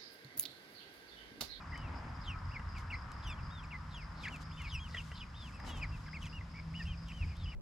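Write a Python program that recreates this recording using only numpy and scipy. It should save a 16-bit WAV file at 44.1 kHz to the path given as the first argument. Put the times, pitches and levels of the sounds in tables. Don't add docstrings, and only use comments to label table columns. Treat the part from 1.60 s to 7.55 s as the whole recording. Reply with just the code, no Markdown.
import sys
import numpy as np
from scipy import signal
from scipy.fft import rfft, irfft, next_fast_len
from scipy.io import wavfile
from scipy.ndimage import uniform_filter1d, map_coordinates

SR = 44100
rng = np.random.default_rng(int(sys.argv[2]) if len(sys.argv) > 2 else 0)


def persist_wave(psi):
    counts = np.round(np.clip(psi, -1, 1) * 32767).astype(np.int16)
    wavfile.write(sys.argv[1], SR, np.atleast_2d(counts).T)


N = 262388
TIME = np.arange(N) / SR

# f/Hz, relative level/dB
CLAW = [(1500, -17), (3000, 5), (5000, 1.5), (7000, 0.5), (9500, -9), (12500, -10)]


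def from_db(db):
    return 10 ** (np.asarray(db) / 20)


def rms_one(x):
    return x / np.sqrt(np.mean(x ** 2) + 1e-20)


def in_time(rows):
    s, *columns = np.transpose(rows)
    return [np.interp(TIME, s, c) for c in columns]


def at_hz(points, hz):
    f, value = np.transpose(points)
    return np.interp(np.log(hz + 1e-6), np.log(f), value)


def drift(rate, size=N):
    steps = np.arange(size) * rate / SR
    values = rng.standard_normal(size // 8 + 9)
    return map_coordinates(values, [steps + 2], order=1, mode="wrap") * np.sqrt(3 / 2)


def colour(x, spectrum):
    size = next_fast_len(N)
    hz = np.arange(size // 2 + 1) * SR / size + 1e-3
    low_end = 1 + (.8 * spectrum[0][0] / hz) ** 8
    high_end = 1 + (.8 * hz / spectrum[-1][0]) ** 8
    gain = from_db(at_hz(spectrum, hz)) / np.sqrt(low_end * high_end)
    return irfft(rfft(x, size) * gain, size)[..., :N]


def diffuse(spectrum, grain_db=0):
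    # f/Hz, correlation/1
    likeness = [(60, 1), (125, 0.99), (250, 0.88), (500, 0.57), (1000, 0.79), (2000, 0.3), (4000, 0.46),
                (12000, 0.62)]
    grains = rng.standard_normal((2, N)) * from_db(grain_db * drift(900))
    mid, side = colour(grains, spectrum)
    width = [(hz, 10 * np.log10((1 - min(c, .999)) / (1 + c))) for hz, c in likeness]
    side = colour(side, [(10, width[0][1])] + width)
    return rms_one(mid + side * np.array([[1], [-1]]))


def add(track, start, sound):
    i = max(round(start * SR), 0)
    track[i:i + len(sound)] += sound[:max(N - i, 0)]


def progress(length):
    return np.linspace(0, 1, int(length * SR))


def swell(u, loudest_at, ends_db):
    return np.interp(u, [0, np.clip(loudest_at, .02, .98), 1], [ends_db[0], 0, ends_db[1]])


def chicks():
    # f/Hz, gain/dB
    beak = [(900, 2), (3800, -2), (5000, -2), (6800, -3), (8600, -4), (9800, -9.5), (11500, 1.5),
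            (13000, -19)]
    return colour(arched_peeps() + falling_cheeps() + twisting_pips(), beak)


def falling_cheeps():
    # t/s, length/s, start f/Hz, end f/Hz, bow of the glide/Hz, nominal level/dB,
    # loudest moment/0-1, nominal overtones/dB, rasp/0-1
    cheeps = [(0, 0.038, 2550, 2250, 30, -58, .3, -22, 0.04),
              (0.634, 0.12, 4230, 2310, -330, -41, .48, -17, .25),
              (.933, 0.049, 2970, 1980, -170, -41, 0.67, -25, 0.24),
              (1.144, 0.063, 2870, 2030, -130, -44, .5, -16, 0.7),
              (1.624, .11, 3850, 2295, -140, -40.5, 0.71, -9, .36),
              (1.77, 0.042, 3060, 2210, 100, -52, .6, -24, 0.4),
              (2.028, 0.026, 2890, 2050, 30, -49, .4, -7, 0.2),
              (2.3, 0.14, 4200, 1995, -40, -45.5, 0.41, -12, 0.24),
              (2.545, 0.065, 4700, 4230, 0, -52, 0.65, -28, .6),
              (2.598, .08, 4470, 2150, 29, -41, 0.9, -23, 0.33),
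              (2.7, 0.071, 3150, 2280, 98, -45, 0.75, -18, 0.08),
              (2.978, 0.05, 2890, 1980, -170, -46, 0.66, -14, 0.3),
              (3.025, 0.064, 2930, 2240, -130, -37.5, 0.66, -18, .6),
              (3.035, 0.089, 5000, 3730, -74, -48, 0.9, -25, 0.8),
              (3.088, 0.11, 3800, 2360, -190, -37.5, 0.64, -10.5, 0.3),
              (3.287, 0.074, 5000, 3200, 203, -45, 1, -26, .85),
              (3.34, 0.026, 2050, 1830, -30, -36, .24, -20, .22),
              (3.361, .038, 3320, 2640, 140, -33.5, 0.62, -24, 0.27),
              (3.549, 0.097, 4220, 2210, 253, -39, .72, -25, 0.5),
              (3.991, 0.017, 2304, 1650, 0, -42.5, 0.75, -18, 0.55),
              (4.071, 0.056, 3100, 2690, 70, -46, 0.5, -17, 0.2),
              (4.084, 0.14, 3430, 2760, 104, -49, 0.2, -14, 0.05),
              (4.21, .049, 2750, 1765, 93, -34.5, 0.41, -13, 0.39),
              (4.455, 0.038, 2420, 1362, 24, -42.5, 0.94, -11, 0.7),
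              (4.608, 0.07, 3510, 1900, -19, -42.5, 0.3, -12, 0.58),
              (4.65, 0.039, 3560, 2160, 128, -45, 0.15, -7, 0.5),
              (4.808, .011, 2160, 1950, -20, -45.5, 0.3, -29, 0),
              (5.191, 0.032, 1860, 1650, 110, -41, 0.57, -20, 0.1),
              (5.252, .07, 2840, 2400, -60, -48, 0, -12, .3),
              (5.456, 0.068, 3680, 2450, -56, -44, 0.97, -11.5, 0.65),
              (5.61, 0.041, 2810, 2130, 20, -39, 0.4, -22, 0.34),
              (5.854, 0.032, 2920, 2240, 0, -49.5, 0.15, -24, 0.45),
              (5.909, 0.039, 2900, 1950, 0, -48, 0.44, -24, 0.66)]
    out = np.zeros(N)
    for start, length, from_hz, to_hz, bow_hz, db, loudest_at, overtone_db, rasp in cheeps:
        u = progress(length)
        hz = from_hz + (to_hz - from_hz) * u + bow_hz * np.sin(np.pi * u)
        level_db = db + swell(u, loudest_at, (-13.5, -11))
        add(out, start, peep(hz, level_db, overtone_db, rasp))
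    return out


def arched_peeps():
    # t/s, length/s, nominal top f/Hz, scoop up to it/Hz, final fall/Hz, nominal level/dB,
    # loudest moment/0-1, nominal overtones/dB, rasp/0-1
    peeps = [(0.129, 0.17, 3064, 498, 1000, -52.5, 0.8, -30, 0.28),
             (.742, 0.039, 1295, 0, 20, -47, 0.5, -30, 0.43),
             (0.908, .02, 2960, 1100, 0, -51, 0.4, -23, .1),
             (1.671, .072, 3610, 200, 430, -49, 0.78, -31, 0),
             (1.902, 0.11, 3770, 698, 700, -50, 0.8, -33, 0),
             (2.909, 0.15, 3570, 2000, 280, -55.5, 0, -11, 0.05),
             (2.969, 0.056, 3110, 500, 448, -46.5, 0.85, -21, 0.3),
             (3.185, 0.1, 3330, 900, 950, -48.5, 0.17, -15, .02),
             (3.367, .014, 3350, 2100, 0, -37, .12, -21, .55),
             (3.399, 0.019, 2880, 700, 0, -44, 0.1, -21, .4),
             (3.51, .085, 3200, 1400, 400, -53, 0, -18, .4),
             (3.741, 0.16, 3680, 1200, 1600, -47.5, 0.5, -27, 0.15),
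             (3.922, 0.07, 2660, 300, 400, -53, 0.54, -4.5, 0.4),
             (4.069, 0.11, 3810, 0, 300, -54, 0.2, -20, 0.08),
             (4.134, 0.074, 2760, 200, 480, -52.5, 0.5, -16, 0.33),
             (4.312, 0.055, 2750, 290, 400, -50, 0.6, -18, 0.3),
             (4.725, 0.071, 2900, 300, 430, -47, 0.6, -20, 0),
             (4.942, 0.064, 2270, 250, 40, -46.5, 0.9, -21, 0.43),
             (5.137, .096, 3003, 1351, 680, -44.5, 0.25, -29, 0.16),
             (5.263, 0.091, 3215, 600, 950, -47.5, 0.65, -19, 0.23),
             (5.506, .112, 3100, 1396, 430, -51, 1, -13, 0.27),
             (5.65, 0.096, 2590, 450, 600, -50.5, 0.64, -11, 0.8),
             (5.753, 0.12, 3770, 1302, 1148, -52, .7, -17, 0.3),
             (5.853, 0.087, 3020, 300, 380, -48, 0.4, -26, 0.27)]
    scoop_s, fall_power = .0075, 3.2
    out = np.zeros(N)
    for start, length, top_hz, scoop_hz, fall_hz, db, loudest_at, overtone_db, rasp in peeps:
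        u = progress(length)
        hz = top_hz - scoop_hz * np.exp(-u * length / scoop_s) - fall_hz * u ** fall_power
        level_db = db + swell(u, loudest_at, (-6.5, -7))
        add(out, start, peep(hz, level_db, overtone_db, rasp))
    return out


def twisting_pips(flick_hz_per_s=46000, hook_hz_per_s=65500, loudest_at=0.83):
    # t/s, flick/s, drop/s, hook/s, crest f/Hz, trough f/Hz, easing of the drop/power,
    # nominal level/dB, nominal overtones/dB, rasp/0-1
    pips = [(.117, 0.0093, 0.028, 0.013, 2120, 1847, 1.8, -43, -36, .13),
            (1.301, 0.0093, .04, 0.011, 2900, 2040, 2.1, -39.5, -16, 0.1),
            (2.107, 0.0085, 0.051, .004, 2900, 2020, 3.3, -44, -23, 0.14),
            (2.634, 0.00334, .039, 0.019, 2520, 1612, 1, -38, -12.5, 0.45),
            (4.53, 0.018, 0.03, 0.0024, 2720, 2040, 1.04, -43, -14.5, 0.08)]
    out = np.zeros(N)
    for start, flick_s, drop_s, hook_s, crest_hz, trough_hz, easing, db, overtone_db, rasp in pips:
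        length = flick_s + drop_s + hook_s
        u = progress(length)
        t = u * length - flick_s
        hz = trough_hz + (crest_hz - trough_hz) * np.clip(1 - t / drop_s, 0, 1) ** easing
        hz += flick_hz_per_s * np.minimum(t, 0) + hook_hz_per_s * np.maximum(t - drop_s, 0)
        level_db = db + swell(u, loudest_at, (-4.5, -10.5))
        add(out, start, peep(hz, level_db, overtone_db, rasp))
    return out


def peep(hz, level_db, overtone_db, rasp):
    overtones = [-3, -8.5, -12, -37]
    # f/Hz, gain/dB
    resonances = [(1400, 5), (1750, -2), (2050, 3.5), (2400, 0), (2750, 0.5), (3050, 1.5), (3600, -2.5),
                  (5000, 1.5)]
    quaver, quaver_rate, jitter, rasp_rate = 0.0048, 170, 0.051, 520
    flutter_db, flutter_rate, shimmer_db = 2.2, 170, 5.5
    bloom, mellowing, overtone_flutter_db = 0.15, .22, 4.5
    airy_hz, airy_span_hz, edge_s = 3300, 3000, 0.0033
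    buzz_hz, buzz_depth = 483, 0.55
    size, rasp = len(hz), np.clip(rasp, 0, 1)
    t = TIME[:size]

    tremble = quaver * drift(quaver_rate, size) + jitter * rasp * drift(rasp_rate, size)
    phase = 2 * np.pi * np.cumsum(hz * (1 + tremble)) / SR
    level_db = level_db + at_hz(resonances, hz) + flutter_db * np.tanh(drift(flutter_rate, size))

    bright_db = overtone_db + bloom * (level_db - level_db.max())
    tone = np.sin(phase)
    for k, db in enumerate(overtones):
        flutter = overtone_flutter_db * np.tanh(drift(184, size))
        tone += from_db(bright_db * (1 + mellowing * k) + db + flutter) * np.sin((k + 2) * phase)

    airy = np.clip(rasp * (0.051 + 10 * np.maximum(hz - airy_hz, 0) / airy_span_hz), 0, .95)
    hiss = (drift(1700, size) * np.sin(phase) + drift(1700, size) * np.cos(phase)) / np.sqrt(2)
    voice = np.sqrt(1 - airy) * tone + np.sqrt(airy) * hiss

    buzz = np.sin(2 * np.pi * np.cumsum(buzz_hz * (1 + 0.112 * drift(119.6, size))) / SR)
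    voice = voice * (1 + buzz_depth * rasp * buzz)

    edges = np.sin(np.pi / 2 * np.clip(np.minimum(t, t[-1] - t) / edge_s, 0, 1))
    shimmer = shimmer_db * rasp * (np.tanh(drift(rasp_rate, size)) - 1.5)
    return voice * edges * from_db(level_db + shimmer)


def taps(tick_t60=0.018, crack_db=10, crack_t60=0.0028):
    # t/s, nominal tick level/dB, nominal board knock level/dB
    blows = [(.177, -55, -72), (.996, -63, -45.5), (1.184, -56, -70), (1.518, -52, -65), (2.044, -68, -68),
             (2.762, -55, -64), (2.818, -64, -62), (3.019, -54, -62), (3.296, -73, -51), (3.347, -60, -39),
             (3.367, -65, -46), (3.517, -72, -43), (4.0, -59, -55), (4.091, -59, -48), (4.657, -56, -63),
             (5.236, -62, -53), (5.485, -58.5, -73), (5.768, -58, -68)]
    # f/Hz, relative level/dB, t60/s
    board = [(440, -17, 0.048), (694, -5.5, 0.014), (1280, -19, 0.014), (1600, -1, 0.011),
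             (1970, -4, 0.051), (2770, -5.5, 0.025)]
    ticks, knocks, t = np.zeros(N), np.zeros(N), TIME[:SR // 10]
    fade = from_db(crack_db - 60 * t / crack_t60) + from_db(-60 * t / tick_t60)
    for start, tick_db, knock_db in blows:
        add(ticks, start, from_db(tick_db) * fade * rng.standard_normal(len(t)))
        for hz, db, t60 in board:
            ring_db = knock_db + db + rng.normal(0, 0.83) - 60 * t / t60
            ring = from_db(ring_db) * np.sin(2 * np.pi * hz * t)
            add(knocks, start, ring * rng.choice([-1, 1]))
    return colour(ticks, CLAW) + knocks


def scratches(boom_db=-4, boom_s=0.12):
    # middle t/s, nominal length/s, level/dB
    strokes = [(1.196, 0.083, -63.5), (2.64, 0.076, -61), (2.74, 0.11, -64), (2.82, .04, -59.5),
               (3.03, 0.24, -69), (3.405, 0.46, -64), (3.596, 0.14, -83), (3.87, 0.18, -66),
               (4.086, 0.083, -55), (4.18, 0.074, -60), (4.39, 0.22, -68.5), (4.639, 0.11, -62.5),
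               (5.21, 0.22, -68.5), (5.598, 0.47, -71)]
    # f/Hz, relative level/dB
    floor = [(190, -2.5), (260, 3.5), (340, -11)]
    stroke, boom_power = np.zeros(N), np.zeros(N)
    for middle, length, db in strokes:
        stroke += from_db(db) * np.exp(-2 * ((TIME - middle) / length * 1.83) ** 2)
        boom_power += from_db(db) ** 2 * np.exp(-((TIME - middle) / boom_s) ** 2)
    litter = stroke * diffuse(CLAW, grain_db=2.0)
    return litter + from_db(boom_db) * np.sqrt(boom_power) * diffuse(floor)


def coop(x, wet_db=-14, spread_db=-2, t60_s=0.11):
    t = TIME[:SR // 4]
    sparse = rng.standard_normal((3, len(t))) * (rng.random((3, len(t))) < .05)
    echoes = sparse * from_db(-60 * t / t60_s) * (t > .002)
    echoes /= np.sqrt(np.sum(echoes ** 2, axis=1, keepdims=True))
    walls = echoes[0] + from_db(spread_db) * echoes[1:]
    return x + from_db(wet_db) * signal.fftconvolve(x[None], walls, axes=1)[:, :N]


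def placed(x):
    # f/Hz, phase/rad
    lead_curve = [(500, -.1), (1800, -0.25), (3000, -0.73), (4500, -0.43), (8000, -0.82), (11000, -0.56)]
    size = next_fast_len(N)
    lead = at_hz(lead_curve, np.arange(size // 2 + 1) * SR / size)
    return irfft(rfft(x, size) * np.exp(.5j * lead * np.array([[1], [-1]])), size)[:, :N]


def wind(steadiness=0.5):
    # f/Hz, relative level/dB
    rumble = [(18, -17.5), (45, 1), (60, 1), (85, 2), (110, -7), (135, -7), (190, -22.5)]
    # t/s, nominal level/dB
    draught = [(0, -56), (.08, -47), (.5, -45.5), (1.15, -42.5), (1.6, -47), (2, -47), (2.8, -49),
               (3.3, -46.5), (3.9, -48.5), (4.35, -41.5), (4.52, -53.5), (5.1, -46.5), (5.95, -45.5)]
    # middle t/s, nominal level/dB
    buffets = [(.25, -42), (.7, -40), (.87, -43.5), (1.69, -41), (1.83, -41), (3.06, -42.5), (3.16, -41.5),
               (4.22, -42.5), (4.62, -40), (4.79, -44), (5.29, -38.5), (5.65, -34.5), (5.84, -38.5)]
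    buffet_s = .036
    eddies = diffuse(rumble)
    strength = np.sqrt(uniform_filter1d(eddies[0] ** 2, size=SR // 12) + 1e-9)
    power = from_db(in_time(draught)[0]) ** 2
    for middle, db in buffets:
        power += from_db(db) ** 2 * np.exp(-((TIME - middle) / buffet_s) ** 2)
    return np.sqrt(power) * eddies / strength ** steadiness


def engine(waver=0.009, flutter_db=1.7):
    # t/s, f/Hz, level/dB
    hum = [(0, 150, -58.5), (1.3, 156, -67), (1.9, 158, -54.5), (2.4, 152, -56), (2.9, 157, -55),
           (3.4, 160, -55.5), (3.9, 152, -63), (4.3, 153, -53), (4.8, 160, -54), (5.2, 164, -47.5),
           (5.6, 168, -54.5), (5.95, 173, -58.5)]
    hz, db = in_time(hum)
    phase = 2 * np.pi * np.cumsum(hz * (1 + waver * drift(14))) / SR
    return from_db(db + flutter_db * drift(11)) * np.sqrt(2) * np.sin(phase)


def insects(chirp_db=-68.0, chirp_s=0.056, flutter_db=3.0, stray_s=0.006, chorus=0.6):
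    # first chirp t/s, last chirp t/s, period/s
    bouts = [(.15, 1.86, 0.2454), (2.419, 5.88, .231)]
    # f/Hz, relative level/dB
    wing = [(4100, -36), (4550, -14), (4820, -5), (5020, 0), (5200, -6), (5500, -15), (6000, -40)]
    times = np.concatenate([np.arange(first, last + period / 2, period) for first, last, period in bouts])
    times = times + stray_s * rng.standard_normal(len(times))
    chirps = chorus + sum(np.exp(-np.abs((TIME - s) / chirp_s) ** 3) for s in times)
    return from_db(chirp_db + flutter_db * drift(90)) * chirps * diffuse(wing, grain_db=0.5)


def trees(air_db=-56, lean_db=0.7):
    # f/Hz, relative level/dB
    leaves = [(300, -31), (500, -18), (750, -8.5), (950, 4.5), (1250, 5), (1650, -1.5), (2050, -7.5),
              (2700, -25), (4000, -49)]
    swish = [(170, 3.5), (260, 7.5), (400, -6), (600, -1.5), (880, 3.5), (1300, -3.5), (2200, -8.5),
             (4500, -31.5)]
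    air = [(110, 0.5), (170, 11.5), (240, 4), (310, -5.5), (400, -13.5), (520, -7.5), (800, -12),
           (1100, -4), (1900, -11.5), (3000, -16), (4000, -20), (5400, -18.5), (6200, -25), (7300, -26.5),
           (9000, -34), (12500, -37.5)]
    # t/s, level before a 1 dB trim/dB
    breeze = [(0, -52), (.4, -54.5), (.8, -52), (1.3, -52), (1.8, -52), (2.3, -55), (2.8, -55),
              (3.3, -58.5), (3.8, -59), (4.3, -57.5), (5, -63.5), (5.95, -70)]
    swells = [(0, -60), (.15, -55), (.3, -49), (.5, -50.5), (.8, -63.5), (1.7, -56.5), (2.2, -68),
              (2.7, -53.5), (3.1, -79), (3.9, -70), (4.05, -48.5), (4.2, -53), (4.35, -63.5), (5.95, -63.5)]
    far = from_db(in_time(breeze)[0] - 1.0) * diffuse(leaves, grain_db=1.0)
    near = from_db(in_time(swells)[0] - 1.0) * diffuse(swish, grain_db=3.0)
    return (far + near + from_db(air_db) * diffuse(air)) * from_db([[lean_db], [-lean_db]])


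def scene(pan_db=0.26):
    birds = placed(coop(chicks() + taps())) + scratches()
    outdoors = trees() + insects() + engine() + wind()
    return birds * from_db([[pan_db], [-pan_db]]) + outdoors


def record(dry, cutoff_hz=12700):
    return signal.sosfilt(signal.ellip(12, .1, 80, cutoff_hz, fs=SR, output="sos"), dry)


dry = scene()
out = record(dry)
persist_wave(out)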